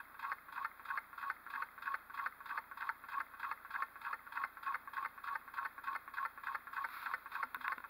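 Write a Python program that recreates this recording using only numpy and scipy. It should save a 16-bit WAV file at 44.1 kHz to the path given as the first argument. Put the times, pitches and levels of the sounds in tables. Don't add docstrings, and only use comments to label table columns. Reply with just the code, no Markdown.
import sys
import numpy as np
from scipy import signal
from scipy.fft import rfft, irfft
from scipy.io import wavfile
from scipy.ndimage import uniform_filter1d

SR = 44100
rng = np.random.default_rng(int(sys.argv[2]) if len(sys.argv) > 2 else 0)


def volts_from_db(level):
    exponent = np.asarray(level, float) / 20
    return 10 ** exponent


def unload_audio(sound):
    columns = np.transpose(np.atleast_2d(sound))
    steps = np.round(np.clip(columns, -1, 1) * 32767)
    wavfile.write(sys.argv[1], SR, steps.astype(np.int16))


N = 347949
TIME = np.arange(N) / SR

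# t/s, level/dB, first bounce delay/ms, bounce level/dB
CLACKS = [(0.318, -28.5, 5.5, -4), (0.6483, -29, 5.1, -13), (0.9761, -27.5, 4.9, -7), (1.3008, -27, 7, -12),
          (1.6231, -28, 5.5, -25), (1.943, -26, 3.3, -16), (2.2617, -29.5, 4.7, -3),
          (2.5776, -28.5, 4.9, -6.5), (2.8921, -27, 5.2, -9), (3.2041, -29.5, 5, -12),
          (3.5146, -28, 6.55, -12.5), (3.8237, -27.5, 3.3, -17), (4.1318, -28, 7, -15),
          (4.4392, -27, 5.4, -13), (4.7456, -28, 6.6, -12), (5.0498, -30.5, 9.8, -1.5),
          (5.3541, -32, 3.35, 0.5), (5.6527, -31.5, 6.8, 0), (5.9532, -29, 6.9, -2.5),
          (6.252, -31, 5.1, -2), (6.5485, -30.5, 5.7, -0.5), (6.844, -31, 5.1, 0.5), (7.1382, -27, 6.1, -6),
          (7.4294, -31, 4.3, 4), (7.7216, -28.5, 3.5, -6)]
# t/s, level/dB
TAPS = [(0.143, -47), (0.484, -43.5), (0.795, -41.5), (1.129, -43.5), (1.464, -39), (1.778, -40),
        (2.098, -41), (2.404, -43), (2.713, -42), (3.038, -39.5), (3.337, -43.5), (3.648, -41.5),
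        (3.956, -40), (4.267, -43), (4.57, -39.5), (4.874, -40.5), (5.177, -40), (5.477, -39.5),
        (5.779, -37.5), (6.077, -37.5), (6.375, -38.5), (6.67, -37), (6.965, -44), (7.258, -38),
        (7.551, -39), (7.84, -37)]
# t/s, level/dB, singing level/dB
CRESTS = [(0.252, -60, -41.5), (0.582, -48, -40), (0.909, -57, -43), (1.234, -53, -43),
          (1.559, -36.5, -41.5), (1.876, -43, -45), (2.195, -48, -43), (2.511, -56, -42.5),
          (2.824, -54, -42.5), (3.14, -38, -42), (3.448, -46, -43.5), (3.759, -33.5, -40),
          (4.067, -45, -41), (4.374, -32.5, -41), (4.68, -53, -40), (4.982, -53, -40), (5.285, -58, -40.5),
          (5.585, -44, -39.5), (5.885, -56, -41.5), (6.183, -40, -43.5), (6.482, -48, -41),
          (6.781, -45, -41), (7.068, -50, -43.5), (7.361, -56, -43), (7.653, -41, -42)]

MEAN_TURN_S = 0.31
# lead before the spark/s, extra lead/s per s of slower turn,
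# level/dB, level gain/dB per turn/s, scatter/dB
CONTACT = (0.130, 0.6, -73, 21, 2)
PULL = (0.095, 0.55, -37, 14, 2.5)
RIDGE = (0.033, 0.1, -44, 10.5, 3.7)
GRIT_HZ, RADIATE_HZ = 2400, 800


def ring(x, hz, t60):
    radius = 1000. ** (-1 / (t60 * SR))
    w = 2 * np.pi * hz / SR
    return signal.lfilter([0, np.sin(w)], [1, -2 * radius * np.cos(w), radius * radius], x)


def band(x, lo_hz, hi_hz):
    y = signal.sosfilt(signal.butter(2, [lo_hz, hi_hz], "band", fs=SR, output="sos"), x)
    return y / y.std()


def highpass(x, order, hz):
    return signal.sosfilt(signal.butter(order, hz, "high", fs=SR, output="sos"), x)


def clicks(s, size):
    return np.bincount(np.clip((s * SR).astype(int), 0, N - 1), size, N)


def tent(x, at, db, rise, fall):
    return volts_from_db(db - np.where(x < at, abs(rise) * (at - x), abs(fall) * (x - at)))


def hold(a, on, off, db, rise, release, idle_db):
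    this_turn = tent(a, on, db, rise, 0) * tent(a, off, 0, 0, release)
    last_turn = tent(a + 1, off, db, 0, release)
    return this_turn + last_turn + volts_from_db(idle_db)


def mic_db(hz):
    # f/Hz, level/dB
    colour = [(30, -24.5), (200, -14.5), (500, -13.5), (760, -9), (1050, -3), (1350, 0.5), (1700, -3),
              (2200, -11.5), (2700, -24), (4000, -26.5), (5000, -31), (7000, -28), (10500, -21.5),
              (15500, -16.5)]
    colour_hz, colour_db = np.transpose(colour)
    return np.interp(np.log(hz + 1e-9), np.log(colour_hz), colour_db)


def opening():
    s = np.r_[-0.012, np.array(CLACKS)[:, 0]]
    turn_s = uniform_filter1d(np.gradient(s), size=3, mode="nearest")
    return s + 0.011 + 0.26 * (turn_s - MEAN_TURN_S), turn_s


def part(lead_s, stretch, db, gain_db, scatter_db):
    s, turn_s = opening()
    at = s - lead_s - stretch * (turn_s - MEAN_TURN_S)
    db = db + gain_db * (1 / turn_s - 1 / MEAN_TURN_S) + scatter_db * rng.standard_normal(len(s))
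    return at[at > 0], db[at > 0]


def turn():
    clack, crest = np.array(CLACKS)[:, 0] - 0.002, np.array(CRESTS)[:, 0]
    tap = np.array(TAPS)[:, 0]
    marks = [(clack, 1), (crest, 0.81), (part(*PULL)[0], 0.74), (part(*CONTACT)[0], 0.615), (tap[:-1], 0.45)]
    count = len(clack)
    s = np.concatenate([m for m, _ in marks] + [[-0.0056, tap[-1], 8.01]])
    angle = np.concatenate([np.arange(count) + a for _, a in marks] + [[0, count + 0.45, count + 1]])
    return np.interp(TIME, np.sort(s), np.sort(angle))


def still_air():
    return volts_from_db(-45.5) * rng.standard_normal(N)


def bench_drone():
    return volts_from_db(-65) * band(rng.standard_normal(N), 208.6, 298)


def room(near):
    echo = rng.standard_normal(SR // 4) * 1000. ** (-np.arange(SR // 4) / SR / 0.15)
    return signal.fftconvolve(near, echo)[:N] * volts_from_db(-41.5)


def grains(per_s, spread_db):
    chance = rng.random((3, N))
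    sign = np.sign(chance[1] - 0.5)
    x = (chance[0] < per_s / SR) * sign * volts_from_db(-spread_db * np.log(chance[2] + 1e-4))
    return x / x.std()


def brushing():
    # strongest t/s, rasp level/dB, rise/dB per s, fall/dB per s, hiss over rasp/dB
    strokes = [(6.935, -65, 250, 60, 0.5), (7.02, -67, 60, 180, -1.5), (7.35, -60.5, 450, 320, -6),
               (7.62, -77, 45, 40, -8)]
    press = sum(tent(TIME, *row[:4]) for row in strokes)
    slide = sum(tent(TIME, *row[:4]) * volts_from_db(row[4]) for row in strokes)
    skin = grains(9000, 1.6)
    rasp = (band(skin, 2230, 4700) + 0.22 * band(skin, 1100, 2400)) * press * volts_from_db(30.5)
    return rasp + band(skin, 9500, 15000) * slide * volts_from_db(21)


def knocking():
    # t/s, level/dB, thud level/dB, edge level/dB, snap level/dB
    knocks = [(6.887, -31.5, -44, -17, -26), (7.18, -43, -29, -19, -22), (7.453, -40, -25, -16, -25),
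              (7.545, -20, -55, -16.5, -23), (7.567, -33.5, -22, -22, -31), (7.679, -17, -58, -10.5, -38),
              (7.78, -27, -24, -14, -34.5), (7.802, -32, -26, -20, -38)]
    # t/s, level/dB, t60/s
    booms = [(7.445, -63.5, 0.2), (7.568, -63.5, 0.39), (7.776, -58, 0.094)]
    s, db, thud_db, edge_db, snap_db = np.transpose(knocks)
    hit = clicks(s + 0.00041, volts_from_db(db))
    case = 0.33 * ring(hit, 1450, 0.026) - 0.3 * ring(hit, 1020, 0.035) - 0.13 * ring(hit, 1750, 0.027)
    case = highpass(case, 3, 650)
    thud = ring(clicks(s, volts_from_db(db + thud_db + 16.5)), 430, 0.012)
    for boom_s, boom_db, t60 in booms:
        thud += ring(clicks(np.array([boom_s]), volts_from_db(np.array([boom_db + 17]))), 253.6, t60)
    edge = clicks(s + 0.00088, volts_from_db(db + edge_db + 17))
    edge = ring(edge, 2710, 0.014) - 0.61 * ring(edge, 2020, 0.0054)
    mid = clicks(s + 0.00097, volts_from_db(db + edge_db + 14.5) + volts_from_db(db + snap_db + 27.5))
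    mid = ring(mid, 3600, 0.0088) - ring(mid, 4400, 0.0017)
    snap = clicks(s + 0.0003, volts_from_db(db + snap_db + 24))
    snap = ring(snap, 11200, 0.0051) - ring(snap, 13300, 0.004) + ring(snap, 15200, 0.004)
    return case + thud + edge + mid + snap


def sparks():
    # f/Hz, t60/s, level/dB
    spring = [(10400, 0.011, -0.5), (15200, .008, -2), (7000, .006, -17), (8830, 0.0056, 2)]
    s, db = part(0, 0, -54.5, 8, 1.2)
    snap = clicks(s + 0.0004, volts_from_db(db - 0.5))
    return sum(ring(snap, hz, t60) * volts_from_db(mode_db - mic_db(hz)) for hz, t60, mode_db in spring)


def worn(angle, count, spread_db):
    place = rng.random((count, 3))
    fresh = rng.standard_normal((len(CLACKS) + 1, count, 2))
    turns = np.arange(len(fresh))[:, None]
    where = turns + place[:, 0] + 0.0006 * np.cumsum(fresh[..., 0], axis=0)
    size_db = -spread_db * np.log(place[:, 2] + 0.049) + 2.6 * fresh[..., 1]
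    size = np.sign(place[:, 1] - 0.5) * volts_from_db(size_db)
    x = clicks(np.interp(where, angle, TIME, left=0, right=0).ravel(), size.ravel())
    x[0] = 0
    return x / x.std()


def rubbing(a):
    jolts = (.002, .455, .62, .742, .808, .94)
    # scrape level/dB, grit level/dB, rise/dB per turn, fall/dB per turn
    rubs = [
        (-33.5, -73, 900, 435),
        (-49.5, -89, 1100, 230),
        (-47.5, -70, 1600, 150),
        (-46, -79, 903, 252),
        (-36.5, -82, 300, 342),
        (-55, -80.5, 250, 250),
    ]
    scrape_gain, grit_gain = 0, 0
    for at, (scrape_db, grit_db, rise, fall) in zip(jolts, rubs):
        for lap in (0, 1):
            scrape_gain = scrape_gain + tent(a - lap, at, scrape_db, rise, fall)
            grit_gain = grit_gain + tent(a - lap, at, grit_db, rise, fall * 1.55)
    grit_gain = grit_gain + hold(a, jolts[2], 1, db=-83.5, rise=1500, release=87, idle_db=-89)
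    return scrape_gain, grit_gain


def singing(angle):
    # f/Hz, t60/s, level/dB
    tones = [(1092.3, 0.2, 0.5), (963, 0.084, -10.5), (1120, 0.022, -39)]
    a = angle % 1
    gain = hold(a, 0.79, 0.945, db=-5, rise=128, release=292, idle_db=-33)
    gain = gain + tent(a, 0, -9.5, 0, 500)
    crest_s, _, sing_db = np.transpose(CRESTS)
    effort_db = np.interp(TIME, crest_s + 0.026, sing_db)
    rough = worn(angle, count=300, spread_db=-2) + 0.62 * rng.standard_normal(N)
    chatter = gain * volts_from_db(effort_db - 17.5) * rough
    return sum(ring(chatter, hz, min(t60, 0.09)) * volts_from_db(db - 3 - mic_db(hz)) for hz, t60, db in tones)


def dust(angle):
    rough = worn(angle, count=500, spread_db=6) + 0.4 * rng.standard_normal(N)
    return band(rough, 3300, 7640) + volts_from_db(-10) * band(rng.standard_normal(N), 8700, 16000)


def thud():
    s, db, _, _ = np.transpose(CLACKS)
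    return ring(clicks(s - 0.003, volts_from_db(db - 20)), 470, 0.018)


def bearing_tick():
    s, db = part(-0.05, 0, -60, -20, 2)
    tick = clicks(s, volts_from_db(db + 17))
    return ring(tick, 2085, 0.025) - 0.32 * ring(tick, 1250, 0.028)


def blows():
    CLACK, TAP, CLOSE, SCRAPE = range(4)
    s, db, ms, bounce_db = np.transpose(CLACKS)
    late = rng.standard_normal((len(s), 2)).T
    (tap_s, tap_db), (crest_s, crest_db, _) = np.transpose(TAPS), np.transpose(CRESTS)
    (contact_s, contact_db), (pull_s, pull_db), (ridge_s, ridge_db) = part(*CONTACT), part(*PULL), part(*RIDGE)
    rebound_s = s + (ms + 3.184 + 1.242 * late[0]) / 1e3
    rows = [
        (s - 0.0024, db - 27, CLACK),
        (s - 0.0006, db - 19, CLACK),
        (s + 0.000098, db - 19.5, CLACK),
        (s - 0.0006 + ms / 1e3, db + bounce_db - 16.5, CLACK),
        (rebound_s, db - 25 + 1.9 * late[1], CLACK),
        (s + 0.01, db - 31.5, CLACK),
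        (tap_s + 0.00058, tap_db - 11, TAP),
        (tap_s + 0.0066, tap_db - 16, SCRAPE),
        (tap_s + 0.018, tap_db - 23, TAP),
        (pull_s, pull_db - 9, SCRAPE),
        (crest_s, crest_db - 8, SCRAPE),
        (crest_s - 0.009, crest_db - 12, SCRAPE),
        (crest_s + 0.0038, crest_db - 14, SCRAPE),
        (contact_s, contact_db - 4, CLOSE),
        (s - 0.38 * np.gradient(s), np.full(len(s), -73), CLOSE),
        (ridge_s, ridge_db - 9, TAP)]
    return np.concatenate([np.array([t, volts_from_db(d), np.full(len(t), kind)]) for t, d, kind in rows], axis=1)


def body(angle, scrape_gain, grit_gain):
    # f/Hz, t60/s, clack level/dB, tap level/dB, contact
    # level/dB, scrape level/dB
    body_modes = [(259, 0.058, -40, -22, -45, -28), (317, 0.034, -21.5, -12.5, -41, -29),
                  (519.6, 0.081, -14, -25.5, -31, -41), (680, 0.016, -9, -25, -22, -29.5),
                  (916, 0.13, 6.5, -8, 22.5, -3), (1116, 0.11, -4, 8.5, 27, -9),
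                  (1247, 0.034, 5.5, -24, 24.5, -16), (1371, 0.041, 6.5, 4, 26, 2.5),
                  (1520, 0.025, 7.5, 3.5, 21, 7), (1682, 0.032, -22, 3.5, 24.5, 2),
                  (1815, 0.038, 5.5, -22, -14, -6.5), (2084, 0.016, 13, -16, 21, -2),
                  (2180, 0.023, -29, -8.5, -18, -24),
                  (2524, 0.027, -71, -11, 9.5, -6.5), (2800, 0.009, -10, -22, 8.5, -10),
                (3212, 0.0095, -92, -47, 13, -27), (3730, 0.014, -58, -62, 5.5, -49),
                (3730, 0.018, -57, -19, -28, -32), (3944, 0.012, -76, -19.5, 3.5, -54),
                (4190, 0.036, -20.5, -41, -4, -47), (4334, 0.019, -9, -43, 1.5, -36.5),
                (4765, 0.011, -13, -34, 1, -38), (5050, 0.028, -15.5, -46, -6, -46),
                (7730, 0.0098, -56, -56, 2, -54), (8650, .01, -50, -65, -5.5, -63)]
    modes = body_modes
    s, size, kind = blows()
    kind = kind.astype(int)
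    scatter_db = 2.6 * rng.standard_normal((len(s), len(modes)))
    scrape = worn(angle, count=260, spread_db=-1.5) + 0.5 * rng.standard_normal(N)
    scrape = scrape_gain * volts_from_db(-29.5) * scrape
    grit = worn(angle, count=300, spread_db=2.5) + 0.33 * rng.standard_normal(N)
    grit = grit_gain * volts_from_db(-16) * grit
    board, metal = np.zeros((2, N))
    for k, (hz, t60, *db) in enumerate(modes):
        gain = (-1) ** k * volts_from_db(np.array(db) - mic_db(hz))
        if RADIATE_HZ < hz < GRIT_HZ:
            gain[:2] = abs(gain[:2])
        drive = clicks(s, size * gain[kind] * volts_from_db(scatter_db[:, k])) + gain[3] * scrape
        if hz > GRIT_HZ:
            drive = drive + gain[2] * grit
        if hz > RADIATE_HZ:
            metal += ring(drive, hz, min(t60, 0.05))
        else:
            board += ring(drive, hz, t60)
    return board, metal


def engine():
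    angle = turn()
    scrape_gain, grit_gain = rubbing(angle % 1)
    board, metal = body(angle, scrape_gain, grit_gain)
    metal = highpass(metal + singing(angle), 4, 760)
    return board + bearing_tick() + thud() + metal + grit_gain * volts_from_db(30) * dust(angle)


def scene():
    near = engine() + sparks()
    return (near + room(near) + bench_drone() + knocking() + brushing() + still_air())[None]


def low_pass(x):
    return signal.sosfilt(signal.butter(12, 16460, fs=SR, output="sos"), x)


def record(dry):
    # f/Hz, width/Hz
    notches = [(3000, 845), (6000, 2020), (8000, 4100)]
    # f/Hz, rms level/dB
    buzz = [(30, -84), (60, -82), (90, -85), (120, -90.5), (150, -93.5), (180, -105), (15231, -92)]
    log_gain = np.log(volts_from_db(mic_db(np.fft.rfftfreq(4096, 1 / SR))))
    cepstrum = irfft(log_gain)
    cepstrum[1:2048] *= 2
    cepstrum[2049:] = 0
    response = irfft(np.exp(rfft(cepstrum)))[None, :2048]
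    x = signal.fftconvolve(dry, response)[:, :N]
    for hz, width_hz in notches:
        x = signal.lfilter(*signal.iirnotch(hz, hz / width_hz, SR), x)
    x = x + sum(volts_from_db(db) * np.sqrt(2) * np.cos(2 * np.pi * hz * TIME) for hz, db in buzz)
    x = signal.sosfilt(signal.ellip(14, 0.3, 36, 15740, fs=SR, output="sos"), x)
    return low_pass(x)


dry = scene()
out = record(dry)
unload_audio(out)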